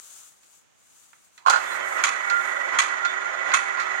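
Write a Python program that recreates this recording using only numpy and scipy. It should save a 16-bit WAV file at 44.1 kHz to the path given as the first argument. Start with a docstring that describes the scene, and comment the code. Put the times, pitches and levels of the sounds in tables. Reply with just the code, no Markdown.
"""An old power hacksaw in a small workshop, heard through two microphone ports of opposite polarity.
A sleeve rustles and the switch knocks. At 1.4 s the motor buzzes faintly, then the drive takes up with
a judder and runs: gear teeth grind in the iron frame and the motor bearings sing. From 2 s the saw bow
clacks once a stroke, with a lighter knock and a rubbed ring at the far end; the frame drones on the cut."""
import sys
import numpy as np
from scipy import signal
from scipy.fft import rfft, irfft
from scipy.io import wavfile

SR = 44100
rng = np.random.default_rng(int(sys.argv[2]) if len(sys.argv) > 2 else 0)


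def put_to_file(sound):
    """Save the sound as 16-bit audio at rate SR, in the file named by the first command-line argument."""
    columns = np.atleast_2d(sound).T  # one column per channel
    safe = np.clip(columns, -1, 1)
    whole_steps = np.round(safe * 32767)
    wavfile.write(sys.argv[1], SR, whole_steps.astype(np.int16))


N = 176400

START_S, SPIN_UP_S, STROKE_S = 1.462, 0.034, .749
MESH_HZ, MOTOR_HZ, PINION_TEETH = 128.12, 24.6, 25
ATTACK_S, ROOM_T60_S = .0012, 0.39

# still room: freq_hz, gain_db
AIR_SPECTRUM = [(20, -15), (60, 3), (300, -0.5), (1200, 0), (3000, -5), (16000, -26)]
# sleeve rustle: time_s, level_db
SLEEVE_ENVELOPE = [(0, -50), (.17, -47.5), (.29, -53), (.35, -62.5), (.41, -63.5), (.47, -59.5),
                   (.58, -57.5), (.66, -76), (.74, -74), (.83, -63), (1.03, -56.5), (1.2, -64.5),
                   (1.25, -60), (1.31, -68.5), (1.37, -59.5), (1.44, -74), (1.62, -49.5), (1.76, -46.5),
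                   (1.81, -58), (1.879, -47), (2.0, -49.5), (2.15, -58.5), (2.45, -51), (2.7, -60),
                   (3.1, -74), (4, -64)]
# cloth hiss: freq_hz, gain_db
CLOTH_SPECTRUM = [(60, -34), (300, -4.5), (900, -1.5), (1350, 7), (1900, -3), (3500, 1.5), (5000, 0),
                  (6500, 0), (9000, 6.5), (11000, 3), (16000, -6)]
# sharp modes of the casting: freq_hz, width_hz, lift_db
IRON_MODES = [(1143, 10, 0.5), (1278, 13, 3.5), (1653, 22, -5), (2167, 12, 0), (2600, 37, 8.5),
              (2970, 80, 4.5), (3194, 81, 8.5), (3476, 110, 8.5), (4124, 62, 8), (4660, 100, 5.5),
              (5300, 87, 7.5), (6780, 67, 3), (8100, 180, -2), (9000, 250, 8.5)]
# switch and linkage knocks: start_s, level_db, tilt_db_per_octave, t60_s
KNOCK_HITS = [(.432, -54, 7, .05), (1.131, -43, -6.5, 0.046), (1.377, -38.5, 0, 0.059),
              (1.4976, -17, 9, 0.049), (1.505, -24, 9, 0.043), (2.298, -22.5, 0.5, 0.077),
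              (3.049, -20, -2, 0.084), (3.516, -21, -6, .2), (3.77, -24, -9.5, 0.24),
              (3.797, -25, -1, 0.18)]
# light knock: freq_hz, gain_db
KNOCK_SPECTRUM = [(200, -27), (800, -14.5), (1300, 3.5), (2200, 3), (3000, -12), (4200, -7), (5200, -14.5),
                  (7000, -20.5), (10000, -28.5), (16000, -40)]
# rubbed iron: start_s, length_s, pitch_hz, level_db
RUB_RINGS = [(1.452, 0.15, 4122, -36), (1.653, 0.089, 3520, -42.5), (1.704, 0.052, 4122, -43.5),
             (1.79, 0.081, 3120, -42), (2.261, 0.17, 1412, -18.5), (3.028, 0.061, 1412, -17.5),
             (3.045, 0.095, 3540, -36), (3.518, 0.051, 1412, -16), (3.749, 0.11, 1412, -24.5)]
# drive take-up: start_s, thud_db, low_ring_db, high_ring_db
JUDDER_HITS = [(1.453, -61, -28, -52), (1.461, -16, -5.5, -44), (1.470, -12.5, -29, -7.5),
               (1.4819, -13, -1.5, -20), (1.5, -12, -18, -21), (1.51, -29, -30, -15),
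               (1.528, -15, -25, -32), (1.536, -15.5, -32, -3), (1.559, -17, -19, -10),
               (1.562, -34, -24, -6.5)]
# take-up thud: freq_hz, gain_db
THUD_SPECTRUM = [(40, -35), (200, -34), (450, -11), (800, 0), (1100, -4), (1450, 6.5), (1900, -15.5),
                 (2700, -14), (3700, -26.5), (4150, -20), (4800, -22.5), (5500, -31), (9000, -36),
                 (16000, -53)]
# gear noise in the frame: freq_hz, gain_db
FRAME_SPECTRUM = [(20, -32), (55, -19.5), (110, -19), (200, -22.5), (300, -11), (450, -9.5), (530, -4.5),
                  (680, -3), (860, -3), (1050, 2), (1300, 3.5), (1500, 3.5), (1750, 2.5), (2100, -0.5),
                  (2500, -11), (3200, -19), (4200, -24), (5500, -30), (6800, -31), (8500, -37.5),
                  (11000, -39.5), (16000, -54)]
# gear hum: mesh_harmonic, level_db
HUM_PARTIALS = [(2, -59), (3, -48), (4, -58.5), (5, -50), (11, -49), (15, -40)]
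# frame drone on the cut: freq_hz, gain_db
CUT_SPECTRUM = [(200, -24), (380, -1), (450, -25.5), (530, 7.5), (660, 6.5), (900, -6.5), (1500, -4),
                (2500, -37), (16000, -66)]
# bearing rings: pitch_hz, half_width_hz, level_db
BEARING_MODES = [(794, 10.3, -42), (1068, 23, -46), (1417, 42, -32.5), (1922, 16, -34.5), (1982, 18, -31),
                 (2215, 20, -39), (2450, 20, -63), (3075, 19, -62), (3520, 31, -53.5), (4130, 17, -61),
                 (5880, 31, -65), (6710, 370, -62)]
# bow clacks: start_s, level_db
CLACK_HITS = [(2.0373, -7.5), (2.7865, -7), (3.537, -7.5)]
# chatter after each clack: delay_s, gain_db
CLACK_BOUNCES = [(.0125, -7.5), (0.031, -13.5), (.05, -16.5)]
# bow clack: freq_hz, gain_db
CLACK_SPECTRUM = [(40, -31), (200, -43), (550, -49), (800, -13), (1100, 6.5), (1450, 2.5), (1620, 0),
                  (2250, 3), (2800, -9.5), (4300, -12.5), (5100, -19.5), (6700, -16.5), (7300, -21.5),
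                  (9000, -20.5), (10300, -26.5), (13000, -36), (16000, -51)]
# left microphone port: freq_hz, gain_db
LEFT_RESPONSE = [(60, -4.5), (200, 2), (380, -6), (700, -4.5), (1000, -8), (1350, -11), (1800, -14.5),
                 (2250, -4.5), (3200, -5.5), (4300, -8), (5300, -0.5), (6600, 14), (9000, 3), (10500, -2),
                 (12000, -10), (16000, -2)]
# right microphone port: freq_hz, gain_db
RIGHT_RESPONSE = [(60, 0), (7000, 1.5), (9000, -8.5), (11000, -5), (13000, 2), (16000, 3)]


def undb(db):
    return 10 ** (np.asarray(db) / 20)


def unit(x):
    """Scale to rms 1."""
    return x / np.sqrt(np.mean(x ** 2))


def clock():
    return np.arange(N) / SR


def freqs():
    return np.maximum(np.fft.rfftfreq(N, 1 / SR), 1)


def curve(points):
    """Gain in dB per FFT bin from (Hz, dB) points."""
    hz, db = np.array(points).T
    return np.interp(np.log(freqs()), np.log(hz), db)


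def colour(x, points):
    """Filter by (Hz, dB) points."""
    return irfft(rfft(x) * undb(curve(points)), N)


def noise(corner_hz=746):
    """White noise at two ports: alike in the bass, unrelated in the treble."""
    coherence = 0.83 / (1 + (freqs() / corner_hz) ** 4)
    mid, side = rfft(rng.standard_normal((2, N)))
    mid, side = mid * np.sqrt(1 + coherence), side * np.sqrt(1 - coherence)
    return unit(irfft(np.array([mid + side, mid - side]), N))


def walk(rate_hz):
    """Smooth random drift, rms 1."""
    return unit(irfft(rfft(rng.standard_normal(N)) * np.exp(-(freqs() / rate_hz) ** 2), N))


def fade(start_s, t60_s):
    """Fast attack, exponential decay."""
    age_s = clock() - start_s
    return np.clip(age_s / ATTACK_S, 0, 1) * np.exp(-np.log(1000) * np.maximum(age_s, 0) / t60_s)


def each_stroke(peak_s, width_strokes):
    """Swell from 0 to 1, once a stroke."""
    offset_strokes = ((clock() - peak_s) / STROKE_S + .5) % 1 - .5
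    return np.exp(-(offset_strokes / width_strokes) ** 2)


def resonate(x, hz, width_hz):
    """One resonance, rms 1; two passes for steep skirts."""
    b, a = signal.iirpeak(hz, hz / width_hz * .64 / .64 ** 2, fs=SR)
    return unit(signal.lfilter(b, a, signal.lfilter(b, a, x)))


def ring_iron(x, curve_db):
    """The casting: broad colour plus sharp modes, ringing on at equal power."""
    modes_db = sum(lift_db / (1 + ((freqs() - hz) / (width_hz / 2)) ** 2)
                   for hz, width_hz, lift_db in IRON_MODES)
    cepstrum = irfft(np.log(unit(undb(curve_db + modes_db))), N)
    cepstrum[1:] *= 2  # minimum phase
    response = irfft(np.exp(rfft(cepstrum[:N // 2], N)), N)[:SR // 10]
    return signal.fftconvolve(x, response[None], axes=1)[:, :N]


def blows(hits, curve_db, t60_s, room_db):
    """Each blow briefly rings the dense modes of the casting; the room carries it on."""
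    power = sum(undb(db) ** 2 * (fade(s, t60_s) ** 2 + (undb(room_db) * fade(s, ROOM_T60_S)) ** 2)
                for s, db in hits)
    return ring_iron(noise() * np.sqrt(power), curve_db)


def air(level_db=-63):
    """Steady hush of the still room."""
    return undb(level_db) * unit(colour(noise(), AIR_SPECTRUM))


def sleeve():
    """Smooth jacket cloth hisses as the arm moves."""
    time_s, level_db = np.array(SLEEVE_ENVELOPE).T
    hiss = unit(colour(noise(), CLOTH_SPECTRUM))
    return hiss * undb(np.interp(clock(), time_s, level_db) + 0.75 * walk(40))


def knocks():
    """Switch and slack linkage knock: some bright and short, some dull and loose."""
    octaves = np.log2(np.clip(freqs(), 1000, 7550))
    return sum(blows([(s, db)], curve(KNOCK_SPECTRUM) + tilt * octaves, t60_s, room_db=-15)
               for s, db, tilt, t60_s in KNOCK_HITS)


def strain(from_s=1.392, level_db=-56):
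    """The motor buzzes as it takes current, before the drive moves."""
    t = clock()
    buzz = resonate(noise(), hz=980, width_hz=500)
    return undb(level_db) * buzz * (t > from_s) * (t < START_S)


def rubs():
    """Rubbing iron swells into brief, wavering rings."""
    t, waver_rad = clock(), 0.46 * walk(39)
    rings = 0
    for start_s, length_s, hz, db in RUB_RINGS:
        swell = np.sin(np.pi * np.clip((t - start_s) / length_s, 0, 1))
        rings += undb(db) * swell * np.sin(2 * np.pi * hz * t + waver_rad)
    return np.sqrt(2) * rings * undb(0.37 * walk(60))


def judder(rings_hz=(1064, 1437), ring_t60_s=0.06):
    """The drive snatches at slack gears: a run of thuds, each feeding two rings."""
    out = blows([hit[:2] for hit in JUDDER_HITS], curve(THUD_SPECTRUM), t60_s=0.063, room_db=-10)
    for column, hz in enumerate(rings_hz, start=2):
        power = sum((undb(hit[column]) * fade(hit[0], ring_t60_s)) ** 2 for hit in JUDDER_HITS)
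        out += np.sqrt(power) * np.sin(2 * np.pi * hz * clock())
    return out


def tooth_ticks(mesh_cycles, scatter_db=1.5, decay_s=0.0072):
    """Teeth meet unevenly, one tick each; wear repeats every pinion turn."""
    meets = np.flatnonzero(np.diff(np.floor(mesh_cycles)))
    wear = np.resize(rng.standard_normal(PINION_TEETH), N)
    unevenness = (wear + rng.standard_normal(N)) / np.sqrt(2)
    pulses = np.zeros(N)
    pulses[meets] = undb(scatter_db * unevenness[:len(meets)])
    tick = noise() * (np.exp(-clock() / decay_s) + undb(-24.5) * fade(0, ROOM_T60_S))
    return unit(signal.fftconvolve(tick, pulses[None], axes=1)[:, :N])


def gears(tick_db=-38, grind_db=-29.5, flicker_db=1.3, load_db=5.5):
    """Teeth tick and grind in the frame, harder on the bow's return, and hum at mesh harmonics."""
    mesh_cycles = np.cumsum(MESH_HZ * (1 + .003 * walk(3.968))) / SR
    ticks = undb(tick_db) * tooth_ticks(mesh_cycles)
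    grind = undb(grind_db) * noise() * undb(flicker_db * walk(33))
    hum = 0
    for harmonic, db in HUM_PARTIALS:
        phase_rad = 2 * np.pi * harmonic * mesh_cycles + .5 * walk(9.7)
        hum += np.sqrt(2) * np.sin(phase_rad) * undb(db + 2 * walk(3.3))
    load = undb(load_db * each_stroke(peak_s=2, width_strokes=0.031))
    return load * ring_iron(ticks + grind, curve(FRAME_SPECTRUM)) + hum


def cut_drone(level_db=-37):
    """The frame drones low on the cutting stroke."""
    swell = each_stroke(peak_s=2.66, width_strokes=0.27)
    return undb(level_db) * swell * unit(colour(noise(), CUT_SPECTRUM))


def bearings(throb_depth=0.32, rise_s=0.53):
    """Bearing noise rings narrow modes and throbs once a motor turn."""
    throb = 1 + throb_depth * np.sin(2 * np.pi * MOTOR_HZ * clock() + 0.24 * walk(1.7))
    rings = sum(undb(db) * resonate(rng.standard_normal(N) + 0.74 * noise(), hz, 2 * width_hz)
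                for hz, width_hz, db in BEARING_MODES)
    return rings * unit(throb) * np.clip((clock() - START_S) / rise_s, 0, 1)


def bow(rattle_db=1.6, rattle_hz=131):
    """The bow clacks, bounces and rattles once a stroke."""
    bounces = [(s + delay_s, db + gain_db) for s, db in CLACK_HITS for delay_s, gain_db in CLACK_BOUNCES]
    rattle = undb(rattle_db * walk(rattle_hz))
    return rattle * blows(CLACK_HITS + bounces, curve(CLACK_SPECTRUM), t60_s=0.066, room_db=-14)


def scene():
    running = np.clip((clock() - START_S) / SPIN_UP_S, 0, 1)
    drive = running * (gears() + cut_drone() + bearings())
    return air() + sleeve() + knocks() + strain() + rubs() + judder() + drive + bow()


def record(dry, ceiling=1.1, top_hz=15900):
    """Each port coloured, left inverted, peaks rounded, top cut."""
    ports = np.array([-colour(dry[0], LEFT_RESPONSE), colour(dry[1], RIGHT_RESPONSE)])
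    lowpass = signal.ellip(10, .2, 80, top_hz, fs=SR, output="sos")
    return signal.sosfilt(lowpass, ceiling * np.tanh(ports / ceiling))


dry = scene()
out = record(dry)
put_to_file(out)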